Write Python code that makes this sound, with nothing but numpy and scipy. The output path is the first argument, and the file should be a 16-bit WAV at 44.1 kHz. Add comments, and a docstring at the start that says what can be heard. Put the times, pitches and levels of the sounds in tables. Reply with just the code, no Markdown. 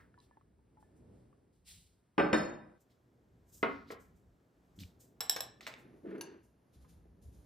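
"""A cup rattles faintly on its saucer as it is carried in, then the pair is set on a hard table in a bare room.
A plate follows, a fork is laid on it, and both are dragged and lifted; slippers scuff, heels thud.
Contacts are dying sines plus noise bursts; the drag is slip pulses through resonances plus gritty noise.
Brushing, scraping and room tone are shaped noise. Walls answer the crockery; playing speed scales their
answer and the stereo pattern by section."""
import sys
import numpy as np
from scipy import signal
from scipy.fft import rfft, irfft, next_fast_len
from scipy.io import wavfile
from scipy.ndimage import map_coordinates

SR = 44100
rng = np.random.default_rng(int(sys.argv[2]) if len(sys.argv) > 2 else 0)


def unload_wav(signal):
    """Save mono or channel-first audio to the path in sys.argv[1] as 16-bit WAV at rate SR, clipped to [-1, 1]."""
    wavfile.write(
        sys.argv[1],
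        SR,
        np.round(np.clip(np.atleast_2d(signal).T, -1, 1) * 32767).astype(np.int16),
    )


N = 328759

# Contacts of saucer, plate, fork, gripped plate, lifted pieces:
# t/s, level/dB, ring/dB re level, puff/dB re level, hardness/(dB/octave), decay length/x
SAUCER_HITS = [(2.18, -16, -38, -3.5, -1.5, 0.69), (2.198, -25, -34.5, 0, 0.03, 0.26),
               (2.330, -13.5, -28, -6.5, -0.58, 0.48)]
PLATE_HITS = [(3.629, -19.5, -8.5, -5, 1, 1), (3.904, -38.5, -33, 3.5, 0.18, 0.35),
              (3.92, -43, -8.5, -2, 0.39, 0.546)]
FORK_HITS = [(5.206, -21, -8.5, -15.5, -0.67, 1.96), (5.296, -15, -5, -20.5, 0.67, 0.76),
             (5.362, -26.5, -8.5, -5.5, -1.2, 1.6), (5.406, -25, -4.5, -13, 0.5, 0.81)]
GRIP_HITS = [(5.6082, -49, -2, -1.5, 0.14, 1), (5.667, -33.5, -3, -6.5, 0.51, 0.64),
             (5.6744, -34, -6.5, -9.5, 0.71, 0.98), (5.7394, -48, 7, -5.5, 0.45, 0.38)]
LIFT_HITS = [(6.1075, -62, -11, -7, 0.6, 0.83), (6.1812, -53.5, -11.5, -18, 0.63, 1),
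             (6.2106, -28, -6.5, -11.5, 0.16, 1)]

# Modes of each object: f/Hz, level/dB, t60/s; each contact scales t60 by its length, except for the cup
TABLE_MODES = [(65, -22, .5), (101.5, -22, 0.31), (157, -18.5, 0.52), (218.1, -14, 0.3), (307, 1.5, 0.41),
               (359.8, -6, 0.34), (569, -18.5, 0.49), (660, -8, 0.12), (711, -16, 0.4), (816, -4, .15),
               (1040, -15, 0.15), (1184, -11, 0.067), (1547, -9, 0.45), (1680, -11, 0.2), (2050, -18, .1),
               (2449, -4, 0.069), (2660, -7.5, 0.041)]
CUP_MODES = [(1766, 3, .25), (3671, -1, .33), (3725, -4, .33), (4323, -4, .3), (4360, -9, .3),
             (5114, -3, .3), (5180, -3, .2), (6961, -8, .35), (8021, -22, .2), (9028, -14, .2),
             (9500, -22, .2), (10860, -22, .3), (11300, -26, .3)]
PLATE_MODES = [(231, -6, .17), (280, -1, .19), (388, 1, .1), (550, -10, .08), (750, -10, .06),
               (1130, -7, .07), (1290, -2, .06), (1497, -9, .06), (1690, -11, .05), (2040, 2.5, .04),
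               (2589, -12, .04), (3500, -18, .03)]
FORK_MODES = [(3467, -16, .08), (3950, -3, .012), (5440, 0, .024), (5425, -23, .2), (7700, -3, .022),
              (7720, -25, .25), (750, -14, .03), (1750, -18, .08), (10190, -8, .05), (13020, -6, .025),
              (13530, -18, .04), (15080, -24, .02)]
GRIPPED_MODES = [(2070, 0.5, 0.0093), (2380, 10.5, 0.005), (3480, -7.5, 0.025), (5860, -19.5, 0.0063),
                 (7700, -15, 0.011)]
LIFTED_MODES = [(1620, -7, .04), (2800, -5, .02), (4490, 0, .01), (6089, -8, .07), (8070, -14, .03),
                (10370, -8, .04), (12980, -12, .03)]

# Puff colours: dense table modes under saucer, under plate, small hard contacts; f/Hz, relative density/dB
KNOCK_SPECTRUM = [(60, -63.5), (140, -14.5), (300, 3.5), (700, -6.5), (1700, -8), (3000, -20),
                  (4400, -45.5), (9600, -60), (13000, -78.5)]
THUD_SPECTRUM = [(90, -59), (200, -4.5), (380, 4.5), (800, -2.5), (1400, 2.5), (2200, -9.5), (4000, -25.5),
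                 (8000, -53), (14000, -51)]
CLATTER_SPECTRUM = [(200, -51), (500, 11.5), (1500, 8.5), (4000, 2.5), (8000, -2.5), (11000, -17),
                    (14000, -12), (17000, -24.5)]

# Pulls of the plate's foot over the top: start/s, length/s, judder/dB, scrape/dB
PULLS = [(5.827, 0.12, -63.5, -78), (6.025, 0.17, -44, -62.5), (6.218, 0.15, -58, -70)]
# Resonances driven by the drag: f/Hz, width/Hz, level/dB
DRAG_RESONANCES = [(209, 66, -11.5), (343, 110, -11), (430, 69, -8), (522, 195, -16.5)]

# Cup on saucer: t/s, tick level/dB, ring level/dB, tick f/Hz, tick t60/s
RATTLE = [(0.142, -60, -74.5, 1440, .025), (0.177, -58.5, -82, 980, 0.11), (0.311, -57, -73.5, 970, 0.031),
          (0.371, -53, -83, 890, 0.042), (0.411, -62, -97, 1110, 0.044), (0.591, -70, -93, 880, .05),
          (0.771, -60.5, -92, 860, 0.15), (0.827, -57, -77.5, 860, 0.043),
          (1.329, -63.5, -90.5, 1160, 0.038)]
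# Small dry ticks: t/s, level/dB, f/Hz, t60/s
TICKS = [(0.188, -68, 4100, 0.022), (0.2018, -61, 4010, 0.018), (2.7795, -78, 1520, .015),
         (2.8994, -72, 2160, 0.016), (4.79, -47, 3370, 0.0094), (4.8344, -47.5, 2410, 0.023),
         (6.846, -66, 1030, .08), (7.055, -60, 335.4, 0.073)]
# Tail of an earlier clink, also the dry part of a tap: f/Hz, relative density/dB
FADING_SPECTRUM = [(400, -23), (900, -5), (1700, 4), (2600, -13), (5000, -22), (9000, -26)]

# Heels on the floor: t/s, level/dB, floor f/Hz, t60/s, overtones/dB re level
HEELS = [(4.779, -42.5, 95, 0.17, -5.5), (4.808, -42.5, 86, 0.32, -4.5), (6.759, -42, 67, 0.23, -17.5),
         (7.25, -34, 70.7, 0.2, -27), (7.359, -44.5, 59.2, 0.18, -16)]

# Brushing and scraping noises: slippers, sleeves, fingers, plate settling or sliding, rattle as it is gripped:
# start/s, rise/s, hiss/dB, fade t60/s, rasp/dB re hiss
STROKES = [(0.185, 0.035, -79.5, .2, 1.5), (0.785, 0.02, -82, 0.33, -9), (0.945, 0.023, -83.5, 0.17, -17),
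           (1.06, 0.087, -90.5, .5, -2), (1.52, .012, -86.5, 0.84, -3.5), (1.64, 0.043, -59, 0.53, -1),
           (2.788, 0.019, -77, 0.12, -15), (2.89, 0.015, -85, .27, 3), (3.44, 0.058, -74, 0.44, -15),
           (3.513, 0.03, -61.5, .3, -15.5), (3.65, 0.055, -87.5, 0.62, 17), (3.86, 0.029, -78.5, 0.2, 9.5),
           (3.9, .015, -62.5, 0.083, 2), (3.985, 0.02, -72.5, 0.29, -15), (4.145, 0.02, -83, 0.29, -15),
           (4.75, 0.015, -74.5, 0.24, -28), (4.784, 0.017, -63, 0.28, 3.5),
           (4.988, 0.019, -64.5, 0.28, -12.5), (5.606, 0.0066, -78, .15, -3.5),
           (5.611, .02, -78, 0.47, 15.5), (5.662, 0.0085, -66.5, 0.21, 7), (5.76, 0.026, -76, 0.22, -28),
           (5.94, 0.029, -90, .15, -15), (6.42, 0.015, -79, .35, -18), (6.718, 0.019, -76.5, 0.4, -3),
           (6.8, .02, -82, 0.3, -4), (6.875, .02, -74.5, 0.35, -5), (7.204, 0.022, -74, 0.5, -8.5),
           (7.31, 0.029, -79, 1.5, -7.5)]
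# Colours of the brushing and scraping: f/Hz, relative density/dB
HISS_SPECTRUM = [(2500, -48.5), (5000, -4), (7000, 2.5), (11000, -0.5), (15000, -3.5), (16000, -29)]
RASP_SPECTRUM = [(1200, -18), (2200, -6), (4000, 1), (5500, -4), (8000, -27)]

# Room tone, mean levels: t/s, rumble/dB, hum/dB, hush/dB
AIR_LEVELS = [(0, -65.5, -68, -83.5), (.21, -67, -70.5, -81), (.62, -68.5, -72.5, -83.5),
              (.84, -63, -70, -82.5), (1.16, -70, -62.5, -79), (1.5, -67, -71, -83.5),
              (1.7, -66.5, -78.5, -88.5), (2.03, -76, -78.5, -85), (2.9, -75, -71.5, -80),
              (3.3, -69, -71, -81.5), (4.15, -63, -68.5, -80.5), (4.53, -68.5, -72.5, -81.5),
              (4.75, -69, -68.5, -76.5), (5.1, -68.5, -68.5, -80.5), (5.95, -66, -61, -77.5),
              (6.55, -69.5, -74, -81.5), (6.9, -64, -67, -77), (7.15, -64.5, -70.5, -81),
              (7.45, -59, -66.5, -77.5)]
# Colours of the room tone: f/Hz, relative density/dB
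RUMBLE_SPECTRUM = [(13, -35.5), (22, -13), (43, -2), (59, 5.5), (97, 0.5), (130, -13.5), (166, -1.5),
                   (200, -10.5), (260, -37), (440, -120)]
HUM_SPECTRUM = [(71, -29.5), (120, 1.5), (157, -9.5), (242, -4.5), (307, -7), (419, -9), (1000, -28),
                (1300, -54.5), (2200, -120)]
HUSH_SPECTRUM = [(350, -33.5), (600, -0.5), (1700, -8.5), (2500, -15), (4000, -19), (8000, -21.5),
                 (12000, -21.5), (14000, -30), (16000, -33)]

# Wall decay at speed 1: f/Hz, t60/s
ROOM_T60 = [(150, 0.83), (400, 0.3), (1000, 0.45), (2700, 0.39), (7000, 0.3), (15000, 0.083)]
# Wall answer at speed 1: f/Hz, level/dB
ROOM_LEVELS = [(100, 0.5), (1000, -1.5), (3000, -3.5), (6000, -9), (14000, -5.5)]
# Sections whose ends stop the wall tails: from/s, to/s, playing speed/x
ROOM_SECTIONS = [(0, 2.78, .667), (2.78, 5.603, 1), (5.603, 7.5, .8)]
# Sections of the stereo split: from/s, to/s, playing speed/x
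STEREO_SECTIONS = [(0, 2.78, .667), (2.78, 5.83, 1), (5.83, 7.5, .8)]
# Split between two microphone ports at speed 1: f/Hz, side over mid/dB
PORTS = [(40, -21), (100, -18.5), (250, -11.5), (500, -9), (900, -1), (2000, -2.5), (2800, -5.5),
         (3400, -23), (4400, -9.5), (6000, -9.5), (8000, -6), (9500, 5.5), (10100, 14), (10500, 13.5),
         (11200, -5), (12000, -5), (13500, -18), (15500, -6), (17000, 1), (18300, 17.5), (20000, 3.5),
         (24000, -3.5)]

TABLE_DB, CHATTER_DB = -11.5, -5  # table ring re blow, cup chatter re cup ring
SLIP_RATE_HZ, SLIP_SCATTER, SLIP_NOISE = 352.4, 0.12, 0.84  # mean rate, unevenness, noise rms re slips
PULL_RISE_S, SCRAPE_RISE_S, PULL_FADE_T60_S = 0.028, 0.062, 0.27
TAP_PUFF_DB, TICK_PUFF_DB = -11, -8  # broad part re the note
STROKE_HOLD = 0.66  # share of the rise time
TOP_HZ, EDGE_HZ = 15900, 16866  # treble shelf, band limit


def crockery():
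    """Contacts ring each object with a randomly wavering level; a puff stands for its dense modes."""
    out = np.zeros(N)
    objects = [(PLATE_HITS, PLATE_MODES, THUD_SPECTRUM, 0.1),
               (FORK_HITS, FORK_MODES, CLATTER_SPECTRUM, 0.03),
               (GRIP_HITS, GRIPPED_MODES, CLATTER_SPECTRUM, 0.06),
               (LIFT_HITS, LIFTED_MODES, CLATTER_SPECTRUM, 0.035)]
    for hits, modes, dense, puff_t60_s in objects:
        for s, db, ring_db, puff_db, hard_db, length in hits:
            scaled_modes = np.multiply(modes, [1, 1, length])
            add(out, s, amp(db + ring_db) * ring(scaled_modes, hard_db))
            add(out, s, amp(db + puff_db) * puff(dense, hard_db, puff_t60_s * length))
    for s, db, ring_db, puff_db, hard_db, length in SAUCER_HITS:
        table_modes = np.multiply(TABLE_MODES, [1, 1, length])
        add(out, s, amp(db + TABLE_DB) * ring(table_modes, hard_db, rough_db=5.0))
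        add(out, s, amp(db + ring_db) * ring(CUP_MODES, rough_db=7.0))
        add(out, s, amp(db + puff_db) * puff(KNOCK_SPECTRUM, hard_db, 0.14))
        add(out, s, amp(db + ring_db + CHATTER_DB) * puff(CLATTER_SPECTRUM, -0.28, 0.36))
    return out


def drag():
    """Uneven slips drive the low resonances; grit scrapes in the mids."""
    cycle = np.cumsum(SLIP_RATE_HZ * (1 + SLIP_SCATTER * wobble(60))) / SR
    slips = np.diff(np.floor(cycle), prepend=0) * amp(2.5 * wobble(150))

    def foot(hz):
        """Resonances of alternating sign; a blunt foot excites little treble."""
        body = 0
        for k, (centre, width, db) in enumerate(DRAG_RESONANCES):
            damping = 1j * hz * width
            body = body + (-1) ** k * amp(db) * damping / (centre * centre - hz * hz + damping)
        return body / (1 + 1j * hz / 600) ** 2

    drive = unit(slips) + SLIP_NOISE * rng.standard_normal(N)
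    judder = unit(filtered(drive, foot))
    grit_spectrum = [(500, -32.5), (1000, 0.5), (1700, 4), (3000, -11), (6000, -31), (12000, -35.5)]
    grain = amp(2.5 * wobble(120))
    grit = unit(grain * noise(grit_spectrum)[0])
    out = np.zeros(N)
    for s, length_s, judder_db, scrape_db in PULLS:
        grip = swell(s, PULL_RISE_S, length_s - PULL_RISE_S, PULL_FADE_T60_S)
        scrape = swell(s, SCRAPE_RISE_S, length_s - SCRAPE_RISE_S, PULL_FADE_T60_S)
        out += amp(judder_db) * grip * judder + amp(scrape_db) * scrape * grit
    return out


def taps():
    """Faint close taps, too weak to wake the room: short notes with puffs, after the end of a clink."""
    out = np.zeros(N)
    add(out, 0, amp(-64.0) * puff(FADING_SPECTRUM, 0, 0.34))
    for s, db, ring_db, hz, t60 in RATTLE:
        tick_modes = [(hz, 0, t60), (1.123 * hz, -6, 0.78 * t60), (1.53 * hz, -9, 0.18 * t60)]
        add(out, s, amp(db) * ring(tick_modes))
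        add(out, s, amp(ring_db) * ring([(1740, 0, 0.35)]))
        add(out, s, amp(db + TAP_PUFF_DB) * puff(FADING_SPECTRUM, -16, 0.037))
    for s, db, hz, t60 in TICKS:
        crack = [(hz / 3, -30), (hz, 0), (2.5 * hz, -4), (5 * hz, -40)]
        add(out, s, amp(db) * ring([(hz, 0, t60), (1.19 * hz, -3, 0.94 * t60)]))
        add(out, s, amp(db + TICK_PUFF_DB) * puff(crack, 0, t60))
    return out


def heels():
    """Soft heels swing the floor at a low note with two weaker, faster-dying overtones."""
    out = np.zeros(N)
    for s, db, hz, t60, over_db in HEELS:
        modes = [(hz, 0, t60), (2.1 * hz, over_db, 0.679 * t60), (3.1 * hz, over_db - 4, 0.51 * t60)]
        add(out, s, amp(db) * ring(modes, cycles=0.73, rough_db=6.0))
    return out


def brushes_and_scrapes():
    """Brushing and scraping: fine grainy hiss with a lower rasp, weighted stroke by stroke."""
    grain = amp(0.71 * wobble(98))
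    hiss, rasp = noise(HISS_SPECTRUM), noise(RASP_SPECTRUM)
    s, rise_s, db, t60, rasp_db = np.transpose(STROKES)[:, :, None]
    strength = amp(db) * swell(s, rise_s, STROKE_HOLD * rise_s, t60)
    hiss_gain = strength.sum(0)
    rasp_gain = (amp(rasp_db) * strength).sum(0)
    return grain * (hiss_gain * hiss + rasp_gain * rasp)


def air():
    """Room tone: three noise bands of drifting level, the bass in the largest lumps."""
    rumble_db, hum_db, hush_db = curves(AIR_LEVELS)
    rumble = amp(rumble_db + 2.9 * wobble(5.6)) * noise(RUMBLE_SPECTRUM)
    hum = amp(hum_db + 1.2 * wobble(4.6)) * noise(HUM_SPECTRUM)
    hush = amp(hush_db + 0.7 * wobble(4.2)) * noise(HUSH_SPECTRUM)
    return rumble + hum + hush


def room(x, speed):
    """Each frequency of the walls' answer dies at its own pace, stretched by slower play."""
    hz, t, z = signal.stft(rng.standard_normal((2, SR)), SR, nperseg=256)
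    decay = amp(-60 * t * speed / along(ROOM_T60, hz / speed)[:, None])
    norm = np.linalg.norm(decay, axis=1, keepdims=True)
    decay *= amp(along(ROOM_LEVELS, hz / speed))[:, None] / norm
    tail = signal.istft(z * decay, SR, nperseg=256)[1] / np.sqrt(128)
    delayed = np.pad(x, (250, 0))  # 5.7 ms
    return signal.fftconvolve(delayed[None], tail, axes=1)[:, :len(x)]


def ring(modes, tilt_db=0, cycles=0.3, rough_db=3.5):
    """Dying sines, built up over a fraction of a cycle, random in strength and waver; tilt in dB/octave."""
    t = np.arange(SR // 2) / SR
    hz, db, t60 = np.transpose(modes)[:, :, None]
    strength_db = 1.5 * rng.standard_normal(hz.shape)
    waver = signal.resample(rng.standard_normal((len(hz), 30)), len(t), axis=1)
    waver_db = rough_db * waver * np.minimum(t / 0.031, 1)
    level_db = db + tilt_db * np.log2(hz / 1000) + strength_db + waver_db
    onset = 1 - np.exp(-t * hz / cycles)
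    return (amp(level_db - 60 * t / t60) * np.sin(2 * np.pi * hz * t) * onset).sum(0)


def puff(spectrum, tilt_db, t60):
    """Dying burst of coloured noise, 0.4 ms onset; tilt in dB/octave about 1 kHz."""
    t = np.arange(SR // 5) / SR
    tilted = [(hz, db + tilt_db * np.log2(hz / 1000)) for hz, db in spectrum]
    return noise(tilted, size=len(t))[0] * amp(-60 * t / t60) * (1 - np.exp(-t / 0.0004))


def swell(start_s, rise_s, hold_s, t60):
    """Gain that rises as a square, holds and dies away exponentially."""
    t = np.arange(N) / SR - start_s
    return np.clip(t / rise_s, 0, 1) ** 2 * amp(-60 * np.maximum(t - rise_s - hold_s, 0) / t60)


def noise(spectrum, size=N):
    """Two unrelated noises of that colour, joint rms 1."""
    return unit(filtered(rng.standard_normal((2, size)), lambda hz: amp(along(spectrum, hz))))


def wobble(rate_hz):
    """Smooth random curve, rate_hz knots a second."""
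    return map_coordinates(rng.standard_normal(int(N * rate_hz / SR) + 4), [np.arange(N) * rate_hz / SR])


def filtered(x, response):
    """x times a complex response of frequency, zero-padded."""
    m = next_fast_len(x.shape[-1] + 8192)
    return irfft(rfft(x, m) * response(np.fft.rfftfreq(m, 1 / SR)), m)[..., :x.shape[-1]]


def along(points, hz):
    """(Hz, value) points interpolated on a log frequency axis."""
    f, v = np.transpose(points)
    return np.interp(np.log(hz + 1), np.log(f + 1), v)


def curves(rows):
    """One value per sample for each column after the time."""
    s, *cols = np.transpose(rows)
    return [np.interp(np.arange(N) / SR, s, c) for c in cols]


def add(track, s, x):
    """Mixes x into track from time s."""
    part = track[round(s * SR):][:len(x)]
    part += x[:len(part)]


def amp(db):
    """Gain of a level in dB."""
    return 10 ** (np.asarray(db) / 20)


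def unit(x):
    """x at rms 1."""
    return x / np.sqrt(np.mean(x ** 2) + 1e-20)


def scene():
    """Sums the sources; walls answer the crockery, then two ports hear mid plus and minus side."""
    near = crockery()
    pair = drag() + taps() + heels() + brushes_and_scrapes() + air()
    for start_s, end_s, speed in ROOM_SECTIONS:
        section = slice(round(start_s * SR), round(end_s * SR))
        pair[:, section] += near[section] + room(near[section], speed)
    out = np.zeros((2, N))
    for start_s, end_s, speed in STEREO_SECTIONS:
        section = slice(round(start_s * SR), round(end_s * SR))

        def split(hz):
            """Mid and side gains; slower play shifts the pattern down, a path difference turns the phase."""
            angle = np.arctan(amp(along(PORTS, hz / speed)))
            return np.array([np.cos(angle), 1j * np.sin(angle)])

        mid, side = filtered(pair[:, section], split)
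        out[:, section] = mid + side, mid - side
    return out


def record(dry):
    """Microphone drops the deep bass; the top of the band is shelved down, then cut."""
    def response(hz):
        """Two 45 Hz high-pass stages, -8 dB shelf, band limit."""
        bass = (1j * hz / 45 / (1 + 1j * hz / 45)) ** 2
        shelf = np.where(hz < TOP_HZ, 1, amp(-8))
        return bass * shelf * (hz < EDGE_HZ)

    return filtered(dry, response)


dry = scene()
out = record(dry)
unload_wav(out)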